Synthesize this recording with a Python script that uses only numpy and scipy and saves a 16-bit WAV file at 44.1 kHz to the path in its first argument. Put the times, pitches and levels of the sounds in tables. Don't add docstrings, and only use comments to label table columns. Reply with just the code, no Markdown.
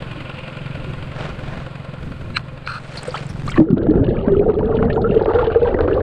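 import sys
import numpy as np
from scipy import signal
from scipy.fft import rfft, irfft
from scipy.io import wavfile
from scipy.ndimage import uniform_filter1d, minimum_filter1d

SR = 44100
rng = np.random.default_rng(int(sys.argv[2]) if len(sys.argv) > 2 else 0)


def master(y):
    cut = np.clip(np.atleast_2d(y).T, -1, 1)
    pcm = np.round(cut * 32767)
    wavfile.write(sys.argv[1], SR, pcm.astype(np.int16))


N = 265482
TIME_S = np.arange(N) / SR
PLUNGE_S = 3.6
MUFFLE_HZ = 4784


def amp(db):
    return 10 ** (np.asarray(db) / 20)


def unit(x):
    return x / np.sqrt(np.mean(x ** 2) + 1e-20)


def curves(rows):
    s, *columns = np.transpose(rows)
    return [np.interp(TIME_S, s, c) for c in columns]


def gain_at(spectrum, hz):
    f, db = np.transpose(spectrum)
    return amp(np.interp(np.log(hz + 1), np.log(f + 1), db))


def noise(spectrum):
    gain = gain_at(spectrum, np.fft.rfftfreq(N, 1 / SR))
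    return unit(irfft(rfft(rng.standard_normal(N)) * gain, N))


def drift(per_s):
    gain = np.exp(-(np.fft.rfftfreq(N, 1 / SR) / per_s) ** 2)
    return unit(irfft(rfft(rng.standard_normal(N)) * gain, N))


def fade_in(middle_s, length_s):
    return np.clip((TIME_S - middle_s) / length_s + .5, 0, 1)


def swells(rows, floor_db, taper):
    power = np.full(N, amp(floor_db) ** 2)
    for s, length_s, db in rows:
        edge = np.clip(np.minimum(TIME_S - s, s + length_s - TIME_S) / (taper * length_s), 0, 1)
        power += (amp(db) * np.sin(np.pi / 2 * edge)) ** 2
    return np.sqrt(power)


def lowpass(x, hz, order):
    return signal.sosfilt(signal.butter(order, min(hz, SR / 2 - 1), fs=SR, output="sos"), x)


def resonate(x, hz, width_hz):
    turn = np.exp(2j * np.pi * np.cumsum(hz * np.ones(len(x))) / SR)
    r = np.exp(-np.pi * width_hz / SR)
    return 2 * (turn * signal.lfilter([1 - r], [1, -r], x / turn + 1e-18)).real


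def ring(x, modes):
    return sum(amp(db) * resonate(resonate(x, hz, width_hz), hz, 4 * width_hz)
               for hz, width_hz, db in modes)


def add(mix, s, sound):
    part = mix[max(round(s * SR), 0):][:len(sound)]
    part += sound[:len(part)]


def bubble(hz, t60_s, rise_octaves):
    t = np.arange(int(1.3 * t60_s * SR) + 2) / SR
    pitch_hz = hz * 2 ** (rise_octaves * np.minimum(t / t60_s, 1))
    pinch = 1 - np.exp(-(hz * t) ** 2)
    decay = np.exp(-np.log(1000) * t / t60_s)
    return pinch * decay * np.sin(2 * np.pi * np.cumsum(pitch_hz) / SR)


def swarm(spectrum, per_s, cycles, spread_db, clump_db, clumps_per_s=25, climb_octaves=0.15, count=64):
    out = np.zeros(N)
    shedding = amp(clump_db * drift(clumps_per_s))
    chance = per_s / count / SR * shedding / shedding.mean()
    for hz in np.geomspace(spectrum[0][0], spectrum[-1][0], count):
        life, rise = rng.uniform(.4, 1.5), rng.uniform(0, climb_octaves)
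        strength_db = spread_db * np.minimum(rng.exponential(1, N), 3.0)
        births = (rng.random(N) < chance) * amp(strength_db)
        tone = bubble(hz, life * cycles / hz, rise)
        out += gain_at(spectrum, hz) * signal.oaconvolve(births, tone)[:N]
    return unit(out)


def bursts(rows, width_share):
    out, t = np.zeros(N), np.arange(4096) / SR
    for s, length_s, hz, db in rows:
        ragged = rng.standard_normal(len(t)) * amp(4 * rng.standard_normal(len(t)))
        burst = ragged * np.exp(-(t / length_s) ** 2)
        for widening in (1, 2, 3):
            burst = resonate(burst, hz, widening * width_share * hz)
        add(out, s, amp(db) * unit(burst) * np.sqrt(length_s / t[-1]))
    return out


# frequency in Hz, relative density in dB per Hz.
WIND_COLOUR = [(10, 1.5), (30, -5.5), (90, -3.5), (200, -11.5), (400, -19.5), (1000, -53)]
# start in seconds, length in seconds, relative level in dB.
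WIND_GUSTS = [(-.2, 0.48, -48.5), (.6, 1.17, -44.5), (1.98, 0.465, -41.5), (3.15, 6.7, -33.5)]
BREEZE_REL_DB = -48.5


def wind():
    rumble = lowpass(noise(WIND_COLOUR), 7600, order=2)
    fluttering = unit(rumble * amp(2.7 * drift(38)))
    return amp(11.0) * swells(WIND_GUSTS, BREEZE_REL_DB, taper=0.13) * fluttering


# place in firings, relative level in dB.
WATER_SPURTS = [(.16, 0.5), (.53, 6), (.72, -21), (.93, 3), (1.62, 2.5), (1.9, -1.5)]
SPURT_S, DRIBBLE_REL_DB = 0.0066, -25
HISS_DB, HISS_PEAK_S, HISS_SLOPE_DB_PER_S = -41, .42, 11
HISS_HZ, HISS_EXTRA_HZ, HISS_SETTLE_S = 2500, 395, 0.1


def cooling_water(firings, width_hz=760):
    hz = HISS_HZ + HISS_EXTRA_HZ * np.exp(-TIME_S / HISS_SETTLE_S)
    spurts = amp(DRIBBLE_REL_DB)
    for place, db in WATER_SPURTS:
        away_s = ((firings - place + 1) % 2 - 1) / IDLE_HZ
        spurts = spurts + amp(db) * np.exp(-(away_s / SPURT_S) ** 2)
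    spray = rng.standard_normal(N) * spurts
    for _ in range(4):
        spray = resonate(spray, hz, 2 * width_hz)
    return amp(HISS_DB - HISS_SLOPE_DB_PER_S * abs(TIME_S - HISS_PEAK_S)) * unit(spray)


# frequency in Hz, relative density in dB per Hz.
CLATTER_COLOUR = [(100, -11), (190, -1), (300, -2.5), (420, -7), (600, -0.5), (750, -10), (1300, -9),
                  (1900, -11.5), (2900, -14.5), (4700, -23.5), (5700, -41), (8200, -34), (11000, -49),
                  (15000, -65)]
# frequency in Hz, width in Hz, relative gain in dB.
BLOCK_MODES = [(519, 35, 10), (1067, 38, 3.5), (1405, 110, 2.5), (2460, 51, -1), (3320, 56, -30)]
# time in seconds, level in dB before a 1.5 dB lift.
EXHAUST_LEVEL = [(0, -33), (.4, -38), (.7, -30), (1.0, -33.5), (2.1, -35), (2.85, -39.5), (3.33, -29.5)]
IDLE_HZ = 21.94
RATTLE_START_DB, BLOCK_START_DB = -37, -40.5
SHADE_DB, SHADE_POWER = -11.5, 2.05


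def engine(thump_hz=136, thump_width_hz=30, fire_at=0.379, knock_at=0.504, knock_s=0.0034, weak_knock=0.3):
    shade_db = SHADE_DB * np.minimum(TIME_S / PLUNGE_S, 1) ** SHADE_POWER
    firings = IDLE_HZ * TIME_S
    puffs = np.diff(np.floor(firings - fire_at), prepend=-1) * amp(1.2 * drift(15))
    thump = resonate(puffs, thump_hz, thump_width_hz)
    exhaust = unit(resonate(thump, thump_hz, 3 * thump_width_hz))
    since_s = (firings - knock_at) % 1 / IDLE_HZ
    cylinder = np.where(np.floor(firings - knock_at) % 2, weak_knock, 1)
    knocks = uniform_filter1d(cylinder * np.exp(-since_s / knock_s), size=220)
    rattle = unit(noise(CLATTER_COLOUR) * (1 + 3.5 * knocks))
    block = unit(ring(rng.standard_normal(N) * (1 + 5 * knocks), BLOCK_MODES))
    clatter = amp(shade_db) * (amp(RATTLE_START_DB) * rattle + amp(BLOCK_START_DB) * block)
    return amp(curves(EXHAUST_LEVEL)[0] + 1.5) * exhaust + clatter + cooling_water(firings)


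# frequency in Hz, width in Hz, relative gain in dB.
HOUSING_MODES = [(1380, 200, 11), (2000, 250, -5), (2420, 250, -3), (3400, 300, -12), (4150, 200, 0),
                 (8100, 400, -19)]
# frequency in Hz, width in Hz, relative gain in dB.
SQUEAL_MODES = [(1640, 81, -4), (2290, 98, 0.5), (2710, 110, -5), (4090, 84, -2.5), (4400, 89, -27),
                (7950, 240, -26.5)]
# catch in seconds, build-up in seconds, rub in dB, knock in dB before a
# 1 dB cut, rub after the catch in dB, its length in seconds, pole thump in dB; all levels relative.
POLE_SCUFFS = [(2.37, 0.018, -13, -3.5, -15.5, 0.0084, -18), (2.4, 0.0033, -49, -37, -41, 0.0042, -27),
               (2.675, 0.036, -34, -9, -30, 0.109, -22.5)]
CRACK_HZ, CRACK_REL_DB = 1990, -6
POLE_HZ, POLE_T60_S = 125.3, 0.15


def scuffs():
    out = np.zeros(N)
    for s, build_s, rub_db, knock_db, after_db, after_s, thump_db in POLE_SCUFFS:
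        grit = rng.standard_normal(N) * amp(2.0 * drift(86))
        caught = fade_in(s + 0.00075, 0.0026)
        build = np.exp(-2.5 * abs(TIME_S - s) / build_s) * (1 - caught)
        slip = amp(rub_db) * unit(ring(grit, SQUEAL_MODES)) * build
        drag = unit(lowpass(ring(grit, HOUSING_MODES), 8400, order=1))
        drag = amp(after_db) * drag * caught * (1 - fade_in(s + after_s, 0.017))
        blow = np.pad(np.hanning(9), (0, 4096))
        crack = resonate(resonate(blow, CRACK_HZ, 1600), CRACK_HZ, 3000)
        knock = ring(blow, HOUSING_MODES) + amp(CRACK_REL_DB) * crack
        add(out, s, amp(knock_db - 1.0) * knock / abs(knock).max())
        add(out, s + 0.0042, amp(thump_db) * bubble(POLE_HZ, POLE_T60_S, 0))
        out += slip + drag
    return lowpass(out, 14000, order=2)


# start in seconds, length in seconds, peak gain in dB.
WAVE_LAPS = [(1.103, 0.26, -28.5), (1.283, 0.49, -35.5), (2.666, 0.46, -40.5), (2.894, 0.18, -38.5),
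             (2.986, 0.16, -36), (3.055, 0.24, -33), (3.137, 0.58, -41.5), (3.26, 0.068, -43.5),
             (3.442, 0.081, -38.5)]
# frequency in Hz, relative density in dB per Hz.
SPRAY_COLOUR = [(200, 7), (600, 14), (1000, 5.5), (1400, 8.5), (4300, -4.5), (6000, -13), (8500, -15.5),
                (10300, -26), (11500, -40), (15000, -61)]
# frequency in Hz, relative drop level in dB.
DROPLET_SIZES = [(1700, -6), (2200, 4), (4800, 5), (6200, -5), (8300, 10.5), (10500, -13), (12000, -23.5)]
# start in seconds, length in seconds, centre in Hz, relative level in dB.
SHEET_SPATTERS = [(2.663, 0.0069, 4150, -37), (2.938, 0.006, 4270, -46), (2.967, 0.017, 9050, -52),
                  (2.972, 0.029, 4330, -35), (3.074, 0.014, 8200, -44.5), (3.106, 0.007, 4540, -37.5),
                  (3.145, 0.022, 3070, -35), (3.176, 0.0038, 4150, -35), (3.213, 0.0043, 6360, -58),
                  (3.266, 0.0041, 7560, -46), (3.291, 0.018, 9500, -54.5), (3.292, 0.02, 5450, -48),
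                  (3.464, 0.002, 5740, -46), (3.469, 0.002, 7660, -40), (3.493, 0.0037, 6500, -47),
                  (3.503, 0.0081, 5100, -41.5), (3.504, 0.012, 7700, -45), (3.516, 0.0086, 3170, -33),
                  (3.557, 0.0068, 3870, -43)]
SPATTER_WIDTH_SHARE = 0.15
SURFACE_S, FAR_LAP_HZ = 2.6, 3940


def laps():
    swell = np.zeros(N)
    for s, length_s, db in WAVE_LAPS:
        add(swell, s, amp(db) * np.hanning(int(length_s * SR)))
    droplets = swarm(DROPLET_SIZES, per_s=1100, cycles=55, spread_db=2.0, clump_db=3.5, count=36)
    wash = unit(noise(SPRAY_COLOUR) * amp(3.34 * drift(180)))
    near = fade_in(SURFACE_S, .3)
    close_wash = near * (wash + amp(-15) * droplets)
    far_wash = (1 - near) * lowpass(wash, FAR_LAP_HZ, order=1)
    return swell * (close_wash + far_wash) + bursts(SHEET_SPATTERS, SPATTER_WIDTH_SHARE)


# start in seconds, length in seconds, first pitch in Hz,
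# last pitch in Hz, starting level in dB before the flutter.
CAVITY_SQUEEZES = [(3.141, 0.044, 725, 3290, -23.5), (3.142, 0.013, 1250, 1430, -18.5),
                   (3.477, 0.016, 1117, 1330, -20), (4.235, 0.05, 778, 1250, -28.5),
                   (4.406, 0.037, 683, 820, -23.5), (4.718, 0.025, 1160, 1000, -29.5),
                   (4.746, 0.03, 860, 960, -26.5), (4.96, 0.015, 1340, 1450, -23),
                   (4.98, 0.034, 722, 794, -19.5), (5.04, 0.042, 1288, 1460, -21),
                   (5.656, 0.1, 775, 827, -25)]


def squeezes():
    out = np.zeros(N)
    for s, length_s, first_hz, last_hz, db in CAVITY_SQUEEZES:
        closed = np.linspace(0, 1, int(length_s * SR))
        hz = first_hz * (last_hz / first_hz) ** (closed ** 1.3)
        envelope = amp(db - 8.3 * closed) * signal.windows.tukey(len(hz), .2)
        add(out, s, envelope * np.sin(2 * np.pi * np.cumsum(hz) / SR))
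    return out * amp(2.0 * drift(300))


# frequency in Hz, relative density in dB per Hz.
RUSH_COLOUR = [(500, -17), (1100, 11.5), (1600, 4), (2200, 4), (2900, 5), (3500, -19), (4400, -14),
               (5600, -33), (8000, -34), (13000, -45)]
CLOSING_S, CLOSING_BUILD_S, CLOSING_REL_DB = 3.578, 0.022, -23.5


def closing():
    swell = np.exp(-abs(TIME_S - CLOSING_S) / CLOSING_BUILD_S) * (1 - fade_in(CLOSING_S + 0.002, 0.0088))
    return amp(CLOSING_REL_DB) * swell * unit(noise(RUSH_COLOUR) * amp(4.3 * drift(250)))


# start in seconds, pitch in Hz, level in dB.
SINGLE_BUBBLES = [(0.17, 300, -25.5), (0.21, 255, -28), (0.775, 300, -29), (0.865, 365, -28.5),
                  (2.07, 264, -26.5), (2.973, 4400, -19), (3.032, 8100, -21), (3.08, 492, -13.5),
                  (3.162, 4400, -22.5), (3.48, 4040, -22), (3.493, 8600, -29.5), (3.497, 2200, -18),
                  (3.517, 1390, -21), (3.542, 1930, -18), (3.561, 1074, -17.5), (3.575, 1120, -13.5),
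                  (3.576, 1740, -12), (3.579, 324, -1), (3.603, 306.4, 2.5), (3.686, 1350, -28),
                  (3.687, 384, -11.5), (3.798, 325.5, -12), (3.866, 650, -18), (3.885, 302, -1),
                  (3.999, 269, -6), (4.067, 2800, -27), (4.168, 2310, -28), (4.243, 844, -23.5),
                  (4.19, 2820, -29), (4.349, 1284, -21.5), (4.395, 2370, -29), (4.462, 717, -14),
                  (4.609, 927, -17), (4.69, 714, -17.5), (4.901, 1746, -16), (4.971, 725, -13.5),
                  (4.977, 924, -14), (5.046, 1344, -17), (5.11, 2700, -23), (5.21, 853, -14),
                  (5.307, 904, -12), (5.352, 780, -13.5), (5.288, 1220, -15.5), (5.312, 1270, -19),
                  (5.392, 1126, -12), (5.41, 1320, -16), (5.428, 858, -10), (5.655, 940, -14.5),
                  (5.744, 1870, -18), (5.788, 1440, -16.5), (5.807, 497, -10), (5.877, 364, -8.5),
                  (5.931, 2730, -25), (5.964, 403, -13), (5.976, 1134, -16)]
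# start in seconds, pitch in Hz, level in dB before damping.
CAVITY_GLUGS = [(3.589, 225, 14), (3.599, 670, 3.5), (3.607, 155.6, 10), (3.701, 188, 8.5),
                (3.727, 196, 14.5), (3.735, 215, 12), (3.77, 277, 7.5), (4.007, 109, 7.5), (4.274, 231, 9),
                (4.694, 267, 2.5), (5.098, 195, 8.5), (5.745, 343, 9.5)]
BUBBLE_T60_CYCLES, BUBBLE_RISE_OCTAVES = 42.2, .18
GLUG_T60_CYCLES, GLUG_RISE_OCTAVES = 5.5, 0.079


def near_bubbles():
    out, under = np.zeros(N), fade_in(PLUNGE_S, 0.044)
    for s, hz, db in SINGLE_BUBBLES:
        add(out, s, amp(db) * bubble(hz, BUBBLE_T60_CYCLES / hz, BUBBLE_RISE_OCTAVES))
    for s, hz, db in CAVITY_GLUGS:
        add(out, s, amp(db) * bubble(hz, GLUG_T60_CYCLES / hz, GLUG_RISE_OCTAVES))
    return (1 - under) * out + under * lowpass(out, MUFFLE_HZ, order=8)


# frequency in Hz, relative density in dB per Hz.
CHURN_COLOUR = [(10, -1), (30, 3), (110, 1.5), (240, 1.5), (340, -18), (600, -18.5), (1500, -79)]
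# frequency in Hz, relative density in dB per Hz.
WAKE_COLOUR = [(10, -8), (30, 5), (90, 5.5), (170, -8), (260, -6), (600, -25), (1500, -51)]
# start in seconds, length in seconds, relative level in dB.
LARGE_EDDIES = [(3.94, 0.079, -15.5), (4.76, 0.16, -15.5)]
CHURN_REL_DB, WAKE_REL_DB, CALM_S = -19.5, -22, 5.19


def churning():
    calm = fade_in(CALM_S, 0.16)
    tumble = swells(LARGE_EDDIES, CHURN_REL_DB, taper=0.33) * noise(CHURN_COLOUR)
    wake = amp(WAKE_REL_DB) * noise(WAKE_COLOUR)
    return ((1 - calm) * tumble + calm * wake) * unit(amp(2.5 * drift(30)))


# start in seconds, peak of the blow in dB,
# pitch of the trapped air in Hz.
HOUSING_SLAPS = [(3.573, -15, 1100), (3.601, -18.5, 670), (3.704, -24, 600), (3.771, -25, 600),
                 (3.868, -21.5, 1300), (3.939, -25, 750), (4.281, -14.5, 570), (4.498, -19.5, 770),
                 (4.593, -20.5, 700), (4.826, -16, 1080), (5.165, -26, 620), (5.258, -12, 620),
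                 (5.336, -13.5, 640), (5.386, -16, 1350), (5.443, -21.5, 1050), (5.469, -21, 780),
                 (5.501, -19, 700), (5.548, -15, 620), (5.742, -14, 650), (5.789, -17, 1000),
                 (5.807, -11, 650), (5.878, -13, 620)]
# frequency in Hz, width in Hz, relative gain in dB.
WET_HOUSING_MODES = [(630, 570, 25), (1300, 220, 3.5), (3100, 980, -13)]
SLAP_S, SLAP_DULL_HZ = 0.0016, 2230
PLOP_T60_CYCLES, PLOP_REL_DB = 12, 5


def slaps():
    out, t = np.zeros(N), np.arange(2048) / SR
    for s, db, hz in HOUSING_SLAPS:
        push = rng.standard_normal(len(t)) * np.exp(-t / SLAP_S)
        knock = lowpass(ring(push, WET_HOUSING_MODES), SLAP_DULL_HZ, order=2)
        add(out, s, amp(db) * knock / abs(knock).max())
        add(out, s, amp(db + PLOP_REL_DB) * bubble(hz, PLOP_T60_CYCLES / hz, GLUG_RISE_OCTAVES))
    return out


# time in seconds, pitch in Hz before wavering, share of its
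# air still in one piece (0-1), relative level in dB.
POCKET_COURSE = [(3.75, 328, 0.61, -12), (4.0, 289, 0.2, -14.5), (4.2, 438, 0.65, -17),
                 (4.32, 375.3, 1, -14), (4.42, 415.7, 0.63, -11), (4.8, 438.3, 0.84, -15.5),
                 (5.15, 443, 0.56, -9.5), (5.52, 445.7, 1, -9.5), (5.66, 479.5, 0.76, -14),
                 (5.77, 450, 0, -13)]
# frequency in Hz, relative bubble level in dB.
FRAGMENT_SIZES = [(270, -7.5), (350, 3.5), (450, 8), (540, -0.5), (640, -9)]
# start in seconds, relative level in dB.
POCKET_KICKS = [(4.319, -4), (4.365, -3), (4.392, -3.5), (4.57, -10.5), (4.624, -12), (4.741, -7),
                (4.807, -9), (5.167, -8), (5.355, -8), (5.47, -5), (5.557, 1), (5.617, -6)]
KICK_T60_CYCLES, KICK_RISE_OCTAVES = 54, 0.19
OVERTONE_RATIO, OVERTONE_REL_DB = 1.76, -21.5


def air_pocket(lull, width_hz=18, skirt_hz=200, trim_db=-5.0):
    hz, whole, db = curves(POCKET_COURSE)
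    wavering_hz = hz * (1 + 0.038 * drift(22))
    whole = np.clip(whole, 0, 1)
    shake = rng.standard_normal(N) * amp(3.0 * drift(40))
    note, overtone = (unit(resonate(resonate(shake, f, width_hz), f, skirt_hz))
                      for f in (wavering_hz, OVERTONE_RATIO * wavering_hz))
    pocket = unit((note + amp(OVERTONE_REL_DB) * overtone) * amp(3.0 * drift(22)))
    fragments = swarm(FRAGMENT_SIZES, per_s=260, cycles=26, spread_db=2.5, clump_db=2.0,
                      climb_octaves=.35, count=24)
    out = amp(db + trim_db) * lull * (np.sqrt(whole) * pocket + np.sqrt(1 - whole) * fragments)
    for s, kick_db in POCKET_KICKS:
        now_hz = np.interp(s, TIME_S, hz)
        add(out, s, amp(kick_db) * bubble(now_hz, KICK_T60_CYCLES / now_hz, KICK_RISE_OCTAVES))
    return out


# start in seconds, length in seconds, relative swarm level in dB,
# relative fizz level in dB.
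BUBBLE_CLOUDS = [(3.826, 0.29, -33.5, -66), (4.039, 0.37, -34.5, -51), (4.479, 0.087, -29, -50),
                 (4.68, 0.26, -28, -57), (5.072, 0.17, -31.5, -47), (5.271, 0.28, -24, -45.5),
                 (5.501, 0.077, -27, -42.5), (5.58, 0.17, -26, -43), (5.75, 0.28, -26, -53.5)]
# frequency in Hz, relative bubble level in dB.
SWARM_SIZES = [(350, -20.5), (540, 4), (680, -3.5), (820, -3), (1000, -9.5), (1350, -2.5), (1850, -11),
               (2300, -31)]
# frequency in Hz, relative bubble level in dB.
FIZZ_SIZES = [(1800, 1), (2300, 7.5), (2900, 10.5), (3600, 1.5), (4400, 4.5), (5000, -23.5)]
# middle in seconds, length in seconds, gain in dB.
BUBBLE_LULLS = [(3.648, 0.046, -7), (3.748, 0.01, -3.5), (4.31, 0.037, -1), (4.527, 0.0094, -10),
                (4.946, 0.02, 1), (5.022, 0.019, 0), (5.502, 0.021, -7.5), (5.593, 0.043, -5.5),
                (5.752, 0.031, -3)]
# frequency in Hz, relative density in dB per Hz.
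SEETHE_COLOUR = [(400, -27), (800, 10), (1350, 1.5), (1900, -7.5), (2400, -16), (3600, -17.5), (4700, -26)]
# start in seconds, length in seconds, relative level in dB.
SEETHE_SURGES = [(5.27, 0.079, -34), (5.34, 0.16, -30), (5.63, 0.087, -34), (5.78, 0.27, -36.5)]
# start in seconds, length in seconds,
# centre in Hz, relative level in dB.
BUBBLE_CRACKLES = [(3.703, 0.0027, 4500, -47), (3.71, 0.0035, 3000, -47), (3.729, 0.012, 3400, -60),
                   (3.78, 0.0051, 3400, -44), (3.83, 0.008, 3400, -50), (3.907, 0.0054, 3600, -47),
                   (3.957, 0.0031, 3300, -53), (4.042, 0.0089, 3000, -40.5), (4.088, 0.015, 3400, -48),
                   (4.21, 0.0059, 3000, -46), (4.32, 0.0042, 3300, -48), (4.541, 0.004, 3500, -49.5),
                   (4.587, 0.0062, 2700, -43), (4.655, 0.0044, 3200, -46.5), (4.75, 0.011, 3400, -46),
                   (4.768, 0.007, 2700, -36.5), (4.824, 0.011, 2200, -39.5), (4.85, 0.0048, 3500, -48.5),
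                   (4.898, 0.019, 2400, -38), (4.928, 0.012, 3600, -40.5), (4.959, 0.0048, 3000, -44.5),
                   (5.016, 0.0082, 3800, -43), (5.108, 0.031, 2700, -48), (5.145, 0.0073, 3000, -40),
                   (5.174, 0.0053, 2800, -40.5), (5.223, 0.0047, 3900, -44), (5.245, 0.0054, 3700, -44),
                   (5.346, 0.0089, 3500, -40), (5.388, 0.012, 2800, -38), (5.442, 0.012, 2900, -38),
                   (5.467, 0.005, 3300, -36), (5.667, 0.0062, 3300, -44), (5.806, 0.005, 3300, -36),
                   (5.938, 0.01, 3500, -46.5)]
# frequency in Hz, relative density in dB per Hz.
MIST_COLOUR = [(5000, -39), (6200, -8), (7000, 2), (8000, -8), (10000, -17.5), (12000, -39)]
# start in seconds, length in seconds, relative level in dB.
MIST_PUFFS = [(4.935, 0.047, -65), (4.99, 0.034, -71), (5.135, 0.031, -69), (5.343, 0.014, -63),
              (5.36, 0.064, -73.5), (5.53, 0.03, -74.5)]
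FLOW_S, HUSH_DB = 3.765, -10
TRICKLE_REL_DB, FIZZ_FLOOR_REL_DB = -35, -56.5
SHATTER_REL_DB, SHATTER_FIZZ_REL_DB, SHATTER_S = -9, -44, 0.021
SLUG_S, SLUG_DB = 0.018, -3
CRACKLE_WIDTH_SHARE = 0.34


def gurgle(cloud_taper=0.11):
    flow = amp(HUSH_DB * (1 - fade_in(FLOW_S, 0.013))) * fade_in(PLUNGE_S, 0.029)
    lull_db = sum(db * np.exp(-(2 * (TIME_S - s) / length_s) ** 2) for s, length_s, db in BUBBLE_LULLS)
    slug_db = sum(SLUG_DB * np.exp(-(2 * (TIME_S - s) / SLUG_S + 1) ** 2) for s, _, _ in HOUSING_SLAPS)
    lull = amp(lull_db) * amp(slug_db)
    shatter = sum(amp(db) * (TIME_S > s) * np.exp(-abs(TIME_S - s) / SHATTER_S)
                  for s, db, _ in HOUSING_SLAPS)
    swarm_rows = [(s, length_s, db) for s, length_s, db, _ in BUBBLE_CLOUDS]
    fizz_rows = [(s, length_s, db) for s, length_s, _, db in BUBBLE_CLOUDS]
    cloud = flow * lull * swells(swarm_rows, TRICKLE_REL_DB, cloud_taper)
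    fizz = flow * lull * swells(fizz_rows, FIZZ_FLOOR_REL_DB, cloud_taper)
    cloud = np.hypot(cloud, amp(SHATTER_REL_DB) * shatter)
    fizz = np.hypot(fizz, amp(SHATTER_FIZZ_REL_DB) * shatter)
    middle = swarm(SWARM_SIZES, per_s=600, cycles=46, spread_db=2.8, clump_db=3.6,
                   clumps_per_s=45, climb_octaves=.35)
    fine = swarm(FIZZ_SIZES, per_s=1100, cycles=50, spread_db=3.6, clump_db=6.0,
                 clumps_per_s=60, climb_octaves=.08)
    seethe = unit(noise(SEETHE_COLOUR) * amp(3.5 * drift(90)))
    rush = lull * swells(SEETHE_SURGES, -52, taper=0.29) * seethe
    bubbles = amp(0.5) * cloud * middle + rush + amp(-2.0) * fizz * fine
    stream = flow * (air_pocket(lull) + lull * churning())
    water = stream + bubbles + slaps() + bursts(BUBBLE_CRACKLES, CRACKLE_WIDTH_SHARE)
    mist = swells(MIST_PUFFS, -94, taper=0.4) * unit(noise(MIST_COLOUR) * amp(5 * drift(200)))
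    return lowpass(water, MUFFLE_HZ, order=10) + flow * mist


def scene():
    above = 1 - fade_in(PLUNGE_S, 0.024)
    air = above * (wind() + engine())
    surface = scuffs() + laps() + squeezes() + closing()
    return (air + surface + near_bubbles() + gurgle())[None]


RUMBLE_CUT_HZ, EDGE_HZ = 4.4, 15700


def record(dry):
    dry = dry - lowpass(dry, RUMBLE_CUT_HZ, order=1)
    room = np.minimum(1, .95 / (abs(dry) + 1e-9))
    limited = dry * uniform_filter1d(minimum_filter1d(room, size=301), size=301)
    limited = limited * signal.windows.tukey(N, .002)
    return signal.sosfiltfilt(signal.butter(12, EDGE_HZ, fs=SR, output="sos"), limited)


dry = scene()
out = record(dry)
master(out)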